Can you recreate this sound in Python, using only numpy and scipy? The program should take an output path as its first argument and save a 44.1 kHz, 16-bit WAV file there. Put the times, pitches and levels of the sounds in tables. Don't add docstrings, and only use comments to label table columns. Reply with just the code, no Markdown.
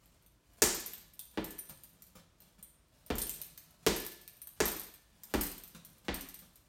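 import sys
import numpy as np
from scipy import signal
from scipy.fft import rfft, irfft
from scipy.io import wavfile
from scipy.ndimage import uniform_filter1d

SR = 44100
rng = np.random.default_rng(int(sys.argv[2]) if len(sys.argv) > 2 else 0)


def pcm_store(signal):
    levels = np.round(np.clip(np.atleast_2d(signal), -1, 1) * 32767)
    wavfile.write(sys.argv[1], SR, levels.astype(np.int16).T)


N = 294588

# t/s, thud level/dB, boom level/dB, slap level/dB in four bands, factor on the ball's pitch
PUNCHES = [(0.6202, -31.5, -42.5, -32.5, -38, -22.5, -22.5, 1.03),
           (1.3744, -36, -46, -45.5, -50, -60.5, -60, .97),
           (3.1030, -34, -36.5, -44, -48, -55, -50.5, 1.02),
           (3.8653, -29, -40, -36.5, -37.5, -33.5, -31, 1.027),
           (4.6037, -32.5, -42.5, -32.5, -44, -34, -37, .99),
           (5.3393, -32.5, -35.5, -36.5, -47, -44.5, -37.5, 0.89),
           (6.0836, -38.5, -41.5, -40.5, -45, -53.5, -62, 0.84)]
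# t/s, level/dB
REBOUNDS = [(1.693, -54.5), (2.152, -53.5), (2.582, -66), (3.384, -58), (4.25, -90), (5.747, -55),
            (6.421, -63)]
# t/s, level/dB
RUBBING = [(0.03, -68), (.2, -70), (.37, -88), (.47, -67.5), (1.0, -63), (1.12, -75), (1.93, -69),
           (2.2, -72.5), (2.34, -89), (2.42, -63), (2.6, -75.5), (2.82, -86), (2.94, -67.5), (3.7, -67.5),
           (4.5, -70), (5.0, -78), (5.19, -65), (6.68, -71)]


def gain_of(db):
    return 10 ** (np.asarray(db) / 20)


def unit_rms(x):
    return x / np.sqrt(np.mean(x ** 2) + 1e-20)


def curve_at(points, hz):
    f, value = np.transpose(points)
    return np.interp(np.log(hz + 1), np.log(f + 1), value)


def add(mix, s, sound):
    part = mix[max(round(s * SR), 0):][:len(sound)]
    part += sound[:len(part)]


def pulse(*spectra, size=4096):
    hz = abs(np.fft.fftfreq(size, 1 / SR))
    log_gain = np.log(gain_of(sum(curve_at(points, hz) for points in spectra)))
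    log_spectrum = np.conj(signal.hilbert(log_gain))
    return np.fft.ifft(np.exp(log_spectrum)).real[:size // 2]


def noise(spectrum):
    gain = gain_of(curve_at(spectrum, np.fft.rfftfreq(N, 1 / SR)))
    return unit_rms(irfft(rfft(rng.standard_normal(N)) * gain, N))


def ring(modes, pitch=1, size=SR):
    t = np.arange(size) / SR
    hz, db, t60 = np.transpose(modes)[:, :, None]
    return gain_of(db) * np.exp(-np.log(1000) * t / t60) * np.sin(2 * np.pi * hz * pitch * t)


def detuned_ring(modes, detune, size=SR):
    return ring(modes, 1 + detune * rng.standard_normal((len(modes), 1)), size)


def background(level_db=-68.5, waver_db=.6):
    spectrum = [(12, -39), (20, -15.5), (53, 3), (74, -7), (113, -7.5), (198, -15), (310, -14),
                (434, -21.5), (642, -18.5), (825, -30.5), (923, -22), (1910, -28), (7000, -33.5),
                (16000, -42)]
    t = np.arange(N) / SR
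    waver = sum(np.sin(2 * np.pi * (hz * t + rng.random())) for hz in np.geomspace(1, 12, num=12))
    return gain_of(level_db + waver_db * unit_rms(waver)) * noise(spectrum)


def reverberation(t60_scale, rise_s):
    decay_times = [(60, 0.99), (200, 0.5), (400, 0.59), (1000, 0.62), (2000, 0.69), (4000, 0.77),
                   (8000, 0.58), (15000, 0.36)]
    spectrum = [(60, -5.5), (200, -1.5), (450, -8.5), (1000, -1), (4000, -1.5), (9000, -3.5), (15000, -6)]
    hz, t, bands = signal.stft(rng.choice([-1., 1.], SR), SR, nperseg=512)
    decay = np.exp(-np.log(1000) * t / (t60_scale * curve_at(decay_times, hz)[:, None]))
    rise = 1 - np.exp(-(np.arange(SR) / SR / rise_s) ** 2)
    tail = signal.istft(bands * decay, SR, nperseg=512)[1][:SR] * rise
    return signal.fftconvolve(tail / np.linalg.norm(tail), pulse(spectrum))[:SR]


def room(x, direct_db, echo_db, scatter_db, tail_db):
    reflections = [(.0007, 0.35), (.0041, 0.28), (.0047, 0.49), (.0066, -0.028), (.0079, -0.09),
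                   (0.0098, .45), (0.0091, -0.35), (.0184, 0.61)]
    early = np.zeros(SR // 20)
    for delay, gain in reflections:
        add(early, delay, gain_of(echo_db) * np.array([gain]))
    out = gain_of(direct_db) * x + signal.oaconvolve(x, early)[:N]
    t = np.arange(N) / SR
    for place in range(3):
        share = np.sqrt(2 / 3) * np.cos(np.pi * (t / 2.1 + place / 3))
        scatter = gain_of(scatter_db) * reverberation(t60_scale=0.1, rise_s=0.0029)
        tail = gain_of(tail_db) * reverberation(t60_scale=0.92, rise_s=0.013)
        out += signal.oaconvolve(x * share, scatter + tail)[:N]
    return out


def boom(boom_db=3, swell_s=0.01, lag_s=0.0035):
    modes = [(39, -2.5, 0.51), (54.4, -8.5, 0.51), (62, 4, 0.21), (100.4, -12, 0.45), (162, -18, 1),
             (208, -9, 0.52)]
    out, t = np.zeros(N), np.arange(SR) / SR
    swell = 1 - np.exp(-(t / swell_s) ** 2)
    for s, _, push_db, *_ in PUNCHES:
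        add(out, s + lag_s, gain_of(push_db + boom_db) * detuned_ring(modes, detune=0.075).sum(0) * swell)
    return out


def rub(length_s, rise_share=0.013):
    u = np.arange(SR // 2) / SR / length_s
    return (1 - np.exp(-u / rise_share)) * np.exp(-u ** 2)


def rustle(cord_db=-5, taut_db=-2, sleeve_db=-66, lead_s=0.041, grain_db=4):
    spectrum = [(50, 3), (170, 14), (350, -5.5), (580, 7), (1000, -3), (1700, -6), (4000, -6), (9000, -6.5),
                (16000, -8.5)]
    envelope = gain_of(cord_db + np.interp(np.arange(N) / SR, *np.transpose(RUBBING)))
    for s, *_ in PUNCHES:
        add(envelope, s - lead_s, gain_of(sleeve_db) * rub(length_s=0.024))
    for s, db in REBOUNDS:
        add(envelope, s, gain_of(db + taut_db) * rub(length_s=0.032))
    roughness = unit_rms(uniform_filter1d(rng.standard_normal(N), size=130))
    return envelope * noise(spectrum) * unit_rms(gain_of(grain_db * roughness))


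def cord_tugs(tug_db=-1, again_s=.028, again_db=-4):
    modes = [(166.3, -13.5, 0.32), (415, -25, 0.08), (554, -5.5, 0.15), (634, -16, 0.03), (836, -13, 0.026),
             (1433, -5, 0.039), (2220, -14, .02), (3170, -16.5, 0.018)]
    out = np.zeros(N)
    for s, db in REBOUNDS:
        for delay, end_db in (0, 0), (again_s, again_db):
            partials = detuned_ring(modes, detune=0.049)
            signs = rng.choice([-1, 1], len(modes))
            add(out, s + delay, gain_of(db + tug_db + end_db) * signs @ partials)
    return out


def anchor(ring_db=-27.5):
    modes = [(1690, -0.5, .4), (1750, 6, 0.96), (1730, 5.5, 0.45), (1770, -0.5, 0.37)]
    out = np.zeros(N)
    for s, _, _, slap_db, *_ in PUNCHES:
        add(out, s, gain_of(slap_db + ring_db) * detuned_ring(modes, detune=0.008).sum(0))
    return out


def scrape(fade_s, scatter=3, size=2048):
    spray = rng.standard_normal(size) * np.exp(-np.arange(size) / SR / fade_s)
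    spray *= scatter / np.linalg.norm(spray)
    spray[0] = 1
    return spray / np.linalg.norm(spray)


def clink(swivel_db, scrape_s=0.00096, tick_db=13.5, clip_db=-13.5, build_s=.0005, size=SR // 5):
    clip_modes = [(3170, -23.5, 0.015), (4020, -18, 0.019), (5500, -24.5, 0.011), (6120, -12.5, .02),
                  (8270, -17, 0.12), (11740, -16, 0.019), (12600, -10, 0.06), (12860, -5.5, 0.05),
                  (13500, -5, .04), (13800, 2, 0.042), (14600, -13.5, .015), (15100, 3, .01)]
    swivel_modes = [(8720, 1.5, 0.023), (9090, -14.5, 0.092), (9370, -2.5, 0.024), (9900, -7.5, 0.049),
                    (9500, -16, 0.018), (13050, -8, 0.08), (13700, -11, 0.054)]
    tick_spectrum = [(200, -30.5), (1200, -13.5), (3500, -7.5), (7000, -6.5), (10500, -4), (13200, 7),
                     (16000, -12)]
    sound = np.zeros(size)
    for modes, db in (clip_modes, clip_db), (swivel_modes, swivel_db - 1):
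        weights = gain_of(2.5 * rng.standard_normal(len(modes))) * rng.choice([-1, 1], len(modes))
        partials = detuned_ring(modes, detune=0.0081, size=size)
        ringing = weights @ partials
        sound += gain_of(db) * ringing * np.linalg.norm(partials) / np.linalg.norm(ringing)
    sound *= 1 - np.exp(-np.arange(size) / SR / build_s)
    add(sound, 0, gain_of(tick_db) * signal.fftconvolve(pulse(tick_spectrum), scrape(scrape_s)))
    return sound


def clip_ticks(tick_db=8, spread_db=4, count=36):
    out = np.zeros(N)
    for slot, (place, strength) in enumerate(rng.random((count, 2))):
        s = (slot + place) / count * N / SR
        rubbing_db = np.interp(s, *np.transpose(RUBBING))
        add(out, s, gain_of(rubbing_db + tick_db + spread_db * (2 * strength - 1)) * clink(swivel_db=-12))
    return out


def clip_knocks(knock_db=-2, lag_s=0.001, bounce_s=0.064, bounce_db=-16.5, jitter=0.11):
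    knocks = [(0.262, -52.5, -13), (0.8607, -29.5, -27), (0.934, -32.5, -24), (1.192, -31.5, -12),
              (1.588, -35, -2), (1.695, -35.5, -13), (1.8346, -39.5, -15), (2.0207, -40, -20),
              (2.403, -48, -23), (2.6261, -42, -3), (3.062, -49, -5.5), (3.1541, -32, -20),
              (3.2174, -28, -1), (3.294, -24, -37), (3.4152, -30.5, -15), (3.5764, -35, -34),
              (4.064, -28.5, -30), (4.2768, -36.5, -14.5), (4.416, -40.5, -1.5), (4.471, -37, -12),
              (4.796, -29.5, -17), (5.234, -35.5, -16.5), (5.6357, -36, -29), (5.8484, -39, -17),
              (6.342, -34.5, -17)]
    out = np.zeros(N)
    for (s, db, swivel_db), stretch in zip(knocks, np.exp(jitter * rng.standard_normal(len(knocks)))):
        add(out, s + lag_s, gain_of(db + knock_db) * clink(swivel_db))
        add(out, s + bounce_s * stretch, gain_of(db + knock_db + bounce_db) * clink(swivel_db=-20))
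    return out


def clip_rattle(rattle_db=-3, loss_db=4.5, slowing=1.4, jitter=.08, bounces=6):
    rattles = [(0.7463, -28, 0.052), (1.4433, -30, 0.055), (3.183, -21.5, 0.035), (3.963, -25.5, .035),
               (4.655, -19, .025), (5.4104, -19.5, .025), (6.1428, -26.5, .06)]
    out = np.zeros(N)
    for s, db, gap_s in rattles:
        for bounce, stretch in enumerate(np.exp(jitter * rng.standard_normal(bounces))):
            add(out, s, gain_of(db + rattle_db - loss_db * bounce) * clink(swivel_db=-17, scrape_s=0.0064))
            s += gap_s * slowing ** bounce * stretch
    return out


def thuds(thud_db=10, lag_s=0.000987, cutoff_hz=225):
    modes = [(206.7, -14, 0.073), (247, -11.5, 0.085), (320.6, -8, 0.11), (331.8, -15.5, .38),
             (359.3, -18, 0.4), (417, 6, 0.031), (554.4, -16.5, 0.084), (666, -18, 0.039),
             (864, -17, 0.045)]
    out = np.zeros(N)
    for s, blow_db, *_, pitch in PUNCHES:
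        add(out, s + lag_s, gain_of(blow_db + thud_db) * ring(modes, pitch).sum(0))
    return signal.sosfilt(signal.butter(2, cutoff_hz, "highpass", fs=SR, output="sos"), out)


def slaps(slap_db=37):
    spectrum = [(40, -30.5), (140, -18.5), (230, 0.5), (450, 4.5), (800, 1.5), (1300, -1), (1900, 2),
                (3500, 1), (6500, -2.5), (9300, -5.5), (10500, -12.5), (13000, -6), (16000, -14)]
    bands = [1200, 3500, 7000, 13000]
    out = np.zeros(N)
    for s, _, _, *band_levels, _ in PUNCHES:
        add(out, s, gain_of(slap_db) * pulse(spectrum, list(zip(bands, band_levels))))
    return out


def scene():
    slap = room(slaps(), direct_db=-1, echo_db=-7, scatter_db=1.5, tail_db=2.5)
    thud = room(thuds(), direct_db=-6, echo_db=-6.5, scatter_db=1, tail_db=-1)
    clips = clip_knocks() + clip_rattle() + clip_ticks()
    metal = room(clips, direct_db=4, echo_db=-1.5, scatter_db=3.5, tail_db=4.5)
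    cord_and_sleeve = rustle() + cord_tugs() + anchor()
    movement = room(cord_and_sleeve, direct_db=-1, echo_db=-6, scatter_db=0.5, tail_db=-0.5)
    return (slap + thud + metal + movement + boom() + background())[None]


def record(dry):
    low_hz, high_hz, ceiling = 33, 16300, .6
    thinned = signal.sosfilt(signal.butter(4, low_hz, "highpass", fs=SR, output="sos"), dry)
    rounded = ceiling * np.tanh(thinned / ceiling)
    lowpass = signal.firwin(255, high_hz, window=("kaiser", 9), fs=SR)
    return signal.oaconvolve(rounded, lowpass[None], "same")


dry = scene()
out = record(dry)
pcm_store(out)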